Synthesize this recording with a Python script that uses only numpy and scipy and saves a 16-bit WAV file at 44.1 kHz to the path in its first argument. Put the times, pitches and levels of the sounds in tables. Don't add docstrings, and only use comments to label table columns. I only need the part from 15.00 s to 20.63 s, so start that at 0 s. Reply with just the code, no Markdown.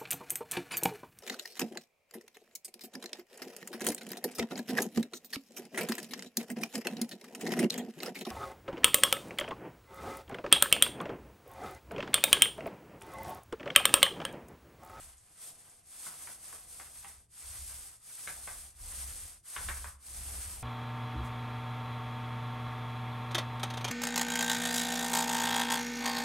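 import sys
import numpy as np
from scipy import signal
from scipy.fft import rfft, irfft, next_fast_len
from scipy.io import wavfile
from scipy.ndimage import uniform_filter1d, map_coordinates

SR = 44100
rng = np.random.default_rng(int(sys.argv[2]) if len(sys.argv) > 2 else 0)


def master_out(mix):
    frames = np.transpose(np.atleast_2d(mix))
    ceiling = np.clip(frames, -1, 1)
    pcm = np.round(ceiling * 32767).astype(np.int16)
    wavfile.write(sys.argv[1], SR, pcm)


N = 248178


def amp(db):
    return 10 ** (np.asarray(db) / 20)


def unit(x):
    return x / np.sqrt(np.mean(x ** 2) + 1e-20)


def along(points, hz):
    f, v = np.transpose(points)
    return np.interp(np.log(hz + 1), np.log(f + 1), v)


def wobble(rate):
    knots = rng.standard_normal(int(N * rate / SR) + 4)
    return map_coordinates(knots, [np.arange(N) * rate / SR])


def bumps(rows, width_s):
    t = np.arange(N) / SR
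    return sum(db * np.exp(-((t - s) / width_s) ** 2) for s, db in rows)


def arch(start, end, db, drift, rise_s, fall_s):
    t = np.clip(np.arange(N) / SR, start, end)
    rise = 1 - np.exp((start - t) / rise_s)
    fall = 1 - np.exp((t - end) / fall_s)
    return rise * fall * amp(db + drift * (t - (start + end) / 2))


def together(gains, smear_s=0.053):
    power = uniform_filter1d(np.sum(np.square(gains), axis=0), size=round(smear_s * SR))
    return np.sqrt(np.abs(power) + 1e-12)


def filtered(x, response):
    n = x.shape[-1]
    m = next_fast_len(n + SR // 2)
    return irfft(rfft(x, m) * response(np.fft.rfftfreq(m, 1 / SR)), m)[..., :n]


def coloured(x, spectrum):
    return unit(filtered(x, lambda hz: amp(along(spectrum, hz))))


def resonate(x, modes):
    def response(f):
        return sum(amp(db) * 1j * f * w / (c * c - f * f + 1j * f * w) for c, w, db in modes)
    return filtered(x, response)


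def pulse(gain_db, size=4096):
    cepstrum = irfft(np.log(amp(gain_db(np.fft.rfftfreq(size, 1 / SR)))))
    cepstrum[1:size // 2] *= 2
    cepstrum[size // 2 + 1:] = 0
    click = irfft(np.exp(rfft(cepstrum)))
    return click / np.abs(click).max()


def copies(x, taps):
    return sum(amp(db) * np.pad(x, (round(s * SR), 0))[:len(x)] for s, db in taps)


# frequency in Hz, time to fade by 60 dB in seconds.
HALL_FADE = [(150, 0.27), (1200, 0.37), (4000, 0.19), (12000, 0.048)]


def hallway(x):
    hz, t, z = signal.stft(rng.standard_normal((2, SR // 2)), SR, nperseg=256)
    fade = amp(-60 * t / along(HALL_FADE, hz)[:, None])
    tail = signal.istft(z * fade, SR, nperseg=256)[1]
    return signal.fftconvolve(x[None], tail / np.linalg.norm(tail[0]), axes=1)[:, :len(x)]


# frequency in Hz, gain of the side signal against the middle in dB.
STEREO_WIDTH = [(60, -32), (110, -7.5), (200, -12.5), (380, -8), (750, -4), (1500, -6), (2600, -7.5),
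                (4000, -8.5), (5700, -4), (8500, -15.5), (11300, -51), (12200, -8)]


def spread(pair):
    side = filtered(pair[1], lambda hz: amp(along(STEREO_WIDTH, hz)))
    return np.array([pair[0] + side, pair[0] - side])


def in_room(x, wet_db):
    return x + amp(wet_db) * spread(hallway(x))


def snaps(rate, scatter_db):
    happens = rng.random(N) < rate / SR
    return unit(happens * rng.standard_normal(N) * amp(scatter_db * rng.standard_normal(N)))


def grainy(spectrum, rate, scatter_db, direct_db, blur_s, echo_db):
    grains = snaps(rate, scatter_db)
    keep = np.exp(-1 / (blur_s * SR))
    energy = signal.lfilter([1 - keep], [1, -keep], grains ** 2 - 1) + 1
    wash = rng.standard_normal((2, N)) * np.sqrt(np.abs(energy))
    pair = wash + amp(echo_db) * unit(hallway(grains))
    pair[0] += amp(direct_db) * grains
    return spread(coloured(np.array([unit(pair[0]), unit(pair[1])]), spectrum))


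SPEED_UP_S, SLOW_DOWN_S = 0.15, 0.16
WOOD_LAG_S = 0.018
BEAR_DB, BEAR_LAG_S, BEAR_S = 6, 0.023, 0.024
PATCH_S = 0.047

# start in seconds, end in seconds, paint hiss at mid-pass in dB, drift in dB per second,
# nap rub over the hiss in dB, hollow rub over the hiss in dB.
PASSES = [ (-.427, 0.185, -43, -18.5, -11, -21.5), (-.148, 0.857, -57.5, 15.5, -13.5, -17),
          (0.359, 0.543, -36, 5, -19, -18.5), (0.832, 2.28, -47.5, -5.5, -15.5, -21.5),
          (2.302, 3.009, -43, -3, -16.5, -24), (2.999, 3.763, -43, -3.5, -16.5, -24),
          (3.749, 4.415, -41.5, -7.5, -16, -22), (4.443, 4.975, -38.5, -13.5, -16, -24),
          (4.991, 5.684, -40.5, 2.5, -14.5, -20)]
# time in seconds, change of level in dB.
WET_PATCHES = [ (.455, 3.5), (1.07, 3.5), (1.17, -3), (1.39, -7), (1.65, -5), (1.9, -1.5), (2.0, 2.5),
               (2.11, 3.5), (3.39, -2.5), (3.98, 2)]


def rolling():
    paint_passes, nap_passes, wood_passes = [], [], []
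    for start, end, db, drift, rub_db, hollow_db in PASSES:
        stroke = arch(start, end, db, drift, SPEED_UP_S, SLOW_DOWN_S)
        paint_passes.append(stroke)
        nap_passes.append(amp(rub_db) * stroke)
        late_start, late_end = start + WOOD_LAG_S, end + WOOD_LAG_S
        wood_passes.append(arch(late_start, late_end, db + hollow_db, drift, SPEED_UP_S, SLOW_DOWN_S))
    wetness = amp(bumps(WET_PATCHES, PATCH_S))
    bearing = amp(bumps([(row[0] + BEAR_LAG_S, BEAR_DB) for row in SLEEVE_KNOCKS], BEAR_S))
    return wetness * together(paint_passes), wetness * together(nap_passes), bearing * together(wood_passes)


# frequency in Hz, relative level in dB per Hz.
PAINT_COLOUR = [(1200, -28.5), (2600, -19), (4000, -14), (5200, -11.5), (6600, -10.5), (8000, -4.5),
                (9100, 1), (10200, 2.5), (11000, -4), (12000, -9), (13200, -25), (15700, -21.5)]


def paint(gain, full_treble_db=-49):
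    threads = grainy(PAINT_COLOUR, rate=4500, scatter_db=2.0, direct_db=-2.5, blur_s=0.093, echo_db=-2)
    hiss = gain * amp(0.7 * wobble(45)) * threads
    treble_share = [(8500, 0.28), (11500, 0.39), (13000, 1)]  # Hz, share of the hiss
    treble = filtered(hiss, lambda hz: np.clip(along(treble_share, hz), 0, 1))
    treble_gain = np.minimum(gain / amp(full_treble_db), 1) ** 1.16
    return hiss + treble * (treble_gain - 1)


# frequency in Hz, relative level in dB per Hz.
NAP_COLOUR = [(300, -26), (700, -8.5), (1000, 2.5), (1400, 3), (2400, 1.5), (3600, -2), (6000, -31)]
# frequency in Hz, relative level in dB per Hz.
HOLLOW_COLOUR = [(90, -22), (130, 3), (190, 0.5), (280, -1), (400, -0.5), (560, 2), (750, 4), (1200, -16),
                 (3000, -48)]
# centre in Hz, width in Hz, relative level in dB.
FRAME_MODES = [(410, 13, -17), (819, 13, 11), (898, 14, -9), (1019, 16, 11), (1201, 69, 9), (1300, 42, -16),
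               (1430, 12, -6), (1573, 42, 10.5), (1836, 15, -17), (1938, 32, 10.5), (2108, 42, 7.5),
               (2300, 71, -5), (2500, 34, -8)]


def rubbing(nap_gain, hollow_gain):
    nap = grainy(NAP_COLOUR, rate=1200, scatter_db=2.5, direct_db=-4.5, blur_s=0.011, echo_db=-1.5)
    frame = spread(unit(resonate(rng.standard_normal((2, N)), FRAME_MODES)))
    rub = nap_gain * amp(1.3 * wobble(45)) * unit(nap + amp(-9) * frame)
    wood = grainy(HOLLOW_COLOUR, rate=600, scatter_db=3.5, direct_db=-6.0, blur_s=0.012, echo_db=0.0)
    return rub + hollow_gain * amp(0.7 * wobble(8.5)) * wood


LEAN_IN_S, LET_GO_S = 0.054, 0.21
PANEL_HZ = 65

# start in seconds, end in seconds, panel rumble at the middle in dB, drift in dB per second,
# higher modes over the rumble in dB; levels are before the build-up and easing.
HAND_PRESSES = [ (-.161, .245, -56, 11, -19), (0.852, 2.386, -67.5, 12, -17.5),
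                (2.437, 2.95, -49.5, -20, -28), (3.217, 3.737, -54, 29, -20),
                (3.759, 4.42, -47.5, -10, -22), (4.575, 5.043, -43.5, -22, -22),
                (5.074, 5.693, -44, 9, -17.5)]
# centre in Hz, width in Hz, relative level in dB.
LOW_DOOR_MODES = [(33, 3.4, -4.5), (40.7, 7, -2.1), (PANEL_HZ, 5, 5.1), (71.5, 15, -18), (102, 14, -24)]
# centre in Hz, width in Hz, relative level in dB.
HIGH_DOOR_MODES = [(109, 7.7, 4.5), (138.5, 5.8, -0.5), (172.7, 8.2, 6.5), (213.5, 21, -2),
                   (292, 61, -11.5)]


def rumble(lumpy_db=1.5):
    presses = []
    for start, end, db, drift, upper_db in HAND_PRESSES:
        press = arch(start, end, db, drift, LEAN_IN_S, LET_GO_S)
        presses.append(press * amp([[0], [upper_db]]))
    swing, upper_swing = together(presses) * amp(lumpy_db * wobble(16))
    low = resonate(rng.standard_normal((2, N)), LOW_DOOR_MODES)
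    low /= np.sqrt(np.abs(uniform_filter1d(low ** 2, size=5000, axis=1)) + 1e-20)
    low = filtered(swing * low, lambda hz: 1 / np.sqrt((1 + (27 / (hz + 1)) ** 12) * (1 + (hz / 95) ** 10)))
    upper = resonate(rng.standard_normal((2, N)), HIGH_DOOR_MODES)
    upper = unit(filtered(upper, lambda hz: 1 / (1 + (hz / 400) ** 4)))
    return spread(low + upper_swing * upper)


# time in seconds, level of the direct hit in dB, nominal pitch in Hz (its square root
# shifts the colour), bounce over the hit in dB, door thud over the hit in dB.
SLEEVE_KNOCKS = [ (1.066, -37.5, 1120, -6, -11), (1.272, -41.5, 1140, -6, -18), (1.527, -44, 1160, -6, -19),
                 (1.798, -39.5, 1380, -7, -18), (2.045, -36, 1400, -9, -20.5),
                 (3.274, -29.5, 1950, -6, -19), (3.475, -31.5, 1560, -15, -16.5),
                 (4.563, -27.5, 1650, -3.5, -24), (4.686, -24.5, 1900, -8, -19.5),
                 (4.843, -35, 1460, -5, -27)]
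# frequency in Hz, relative level in dB.
SLEEVE_COLOUR = [(100, -48.5), (350, -15), (600, -10), (900, -4.5), (1450, -0.5), (2100, -4.5), (2800, -11),
                 (3500, -13), (4500, -42), (6500, -101)]
# delay in seconds, level in dB.
WALL_ECHOES = [(.0028, -9), (.0075, -19), (0.0138, -6), (0.0204, -21), (.029, -14.5)]


def knocks(lead_s=.003, scrape_db=-16, bounce_s=.0053, ring_db=-15, wet_db=-2):
    out = np.zeros((2, N + SR))
    lead = round(lead_s * SR)
    for s, db, centre_hz, bounce_db, thud_db in SLEEVE_KNOCKS:
        click = pulse(lambda hz: along(SLEEVE_COLOUR, hz * np.sqrt(1500 / centre_hz)))
        blow = copies(np.pad(click, (0, SR // 3)), [(lead_s, 0), (lead_s + bounce_s, bounce_db)])
        scrape = signal.fftconvolve(rng.standard_normal(lead) * np.linspace(.3, 1, lead), click)
        blow[:len(scrape)] += amp(scrape_db) * scrape / np.std(scrape[:lead])
        ring = amp(ring_db) * np.std(blow) * unit(resonate(blow, FRAME_MODES))
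        thud = resonate(signal.unit_impulse(len(blow), lead), HIGH_DOOR_MODES)
        near = blow + copies(blow, WALL_ECHOES) + amp(thud_db) * thud / np.abs(thud).max()
        heard = near + ring + amp(wet_db) * spread(hallway(blow + ring))
        first = round(s * SR) - lead // 2
        out[:, first:first + len(blow)] += amp(db) * heard
    return out[:, :N]


# time in seconds, level in dB before the 3.5 dB cut and the added hallway.
BUBBLES = [(0.181, -43), (0.5921, -58), (0.6975, -44)]


def ticks():
    bursts = np.zeros(N)
    for s, db in BUBBLES:
        bursts[round(s * SR)] = amp(db - 3.5)
    colour = [(300, -14), (2000, -10), (8500, 38), (11000, -8), (15000, -26)]  # Hz, dB
    click = pulse(lambda hz: along(colour, hz))
    return in_room(signal.fftconvolve(bursts, click)[:N], wet_db=3)


# frequency in Hz, relative level in dB per Hz.
AIR_COLOUR = [(25, 8), (65, 13.5), (105, 14), (240, -3), (450, -5.5), (700, -14), (1200, -24), (3200, -28),
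              (9000, -36), (13000, -55)]


def still_air():
    rush = amp(-72.5) * coloured(rng.standard_normal((2, N)), AIR_COLOUR)
    whine = amp(-92.5) * unit(resonate(rng.standard_normal((2, N)), [(696, 9.4, 0)]))
    return spread(rush + whine)


# frequency in Hz, left over right in dB.
LEFT_LEAN = [(60, -1), (250, 1), (600, -2), (1300, 0.5), (2800, 1), (5500, 3.5), (9000, 0)]


def scene():
    hiss, nap, hollow = rolling()
    sound = paint(hiss) + rubbing(nap, hollow) + rumble() + knocks() + ticks() + still_air()
    return filtered(sound, lambda hz: amp(np.array([[.5], [-.5]]) * along(LEFT_LEAN, hz)))


TOP_HZ = 15800

# frequency in Hz, lead of the right port over the left in cycles.
PORT_LEAD = [(8400, 0), (10100, .5), (11800, 1), (12600, 1), (13150, 1.5), (14350, 1.5), (14750, 2)]


def record(dry):
    sides = np.array([[-1], [1]])
    return filtered(dry, lambda hz: np.exp(1j * np.pi * sides * along(PORT_LEAD, hz)) * (hz < TOP_HZ))


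dry = scene()
out = record(dry)
master_out(out)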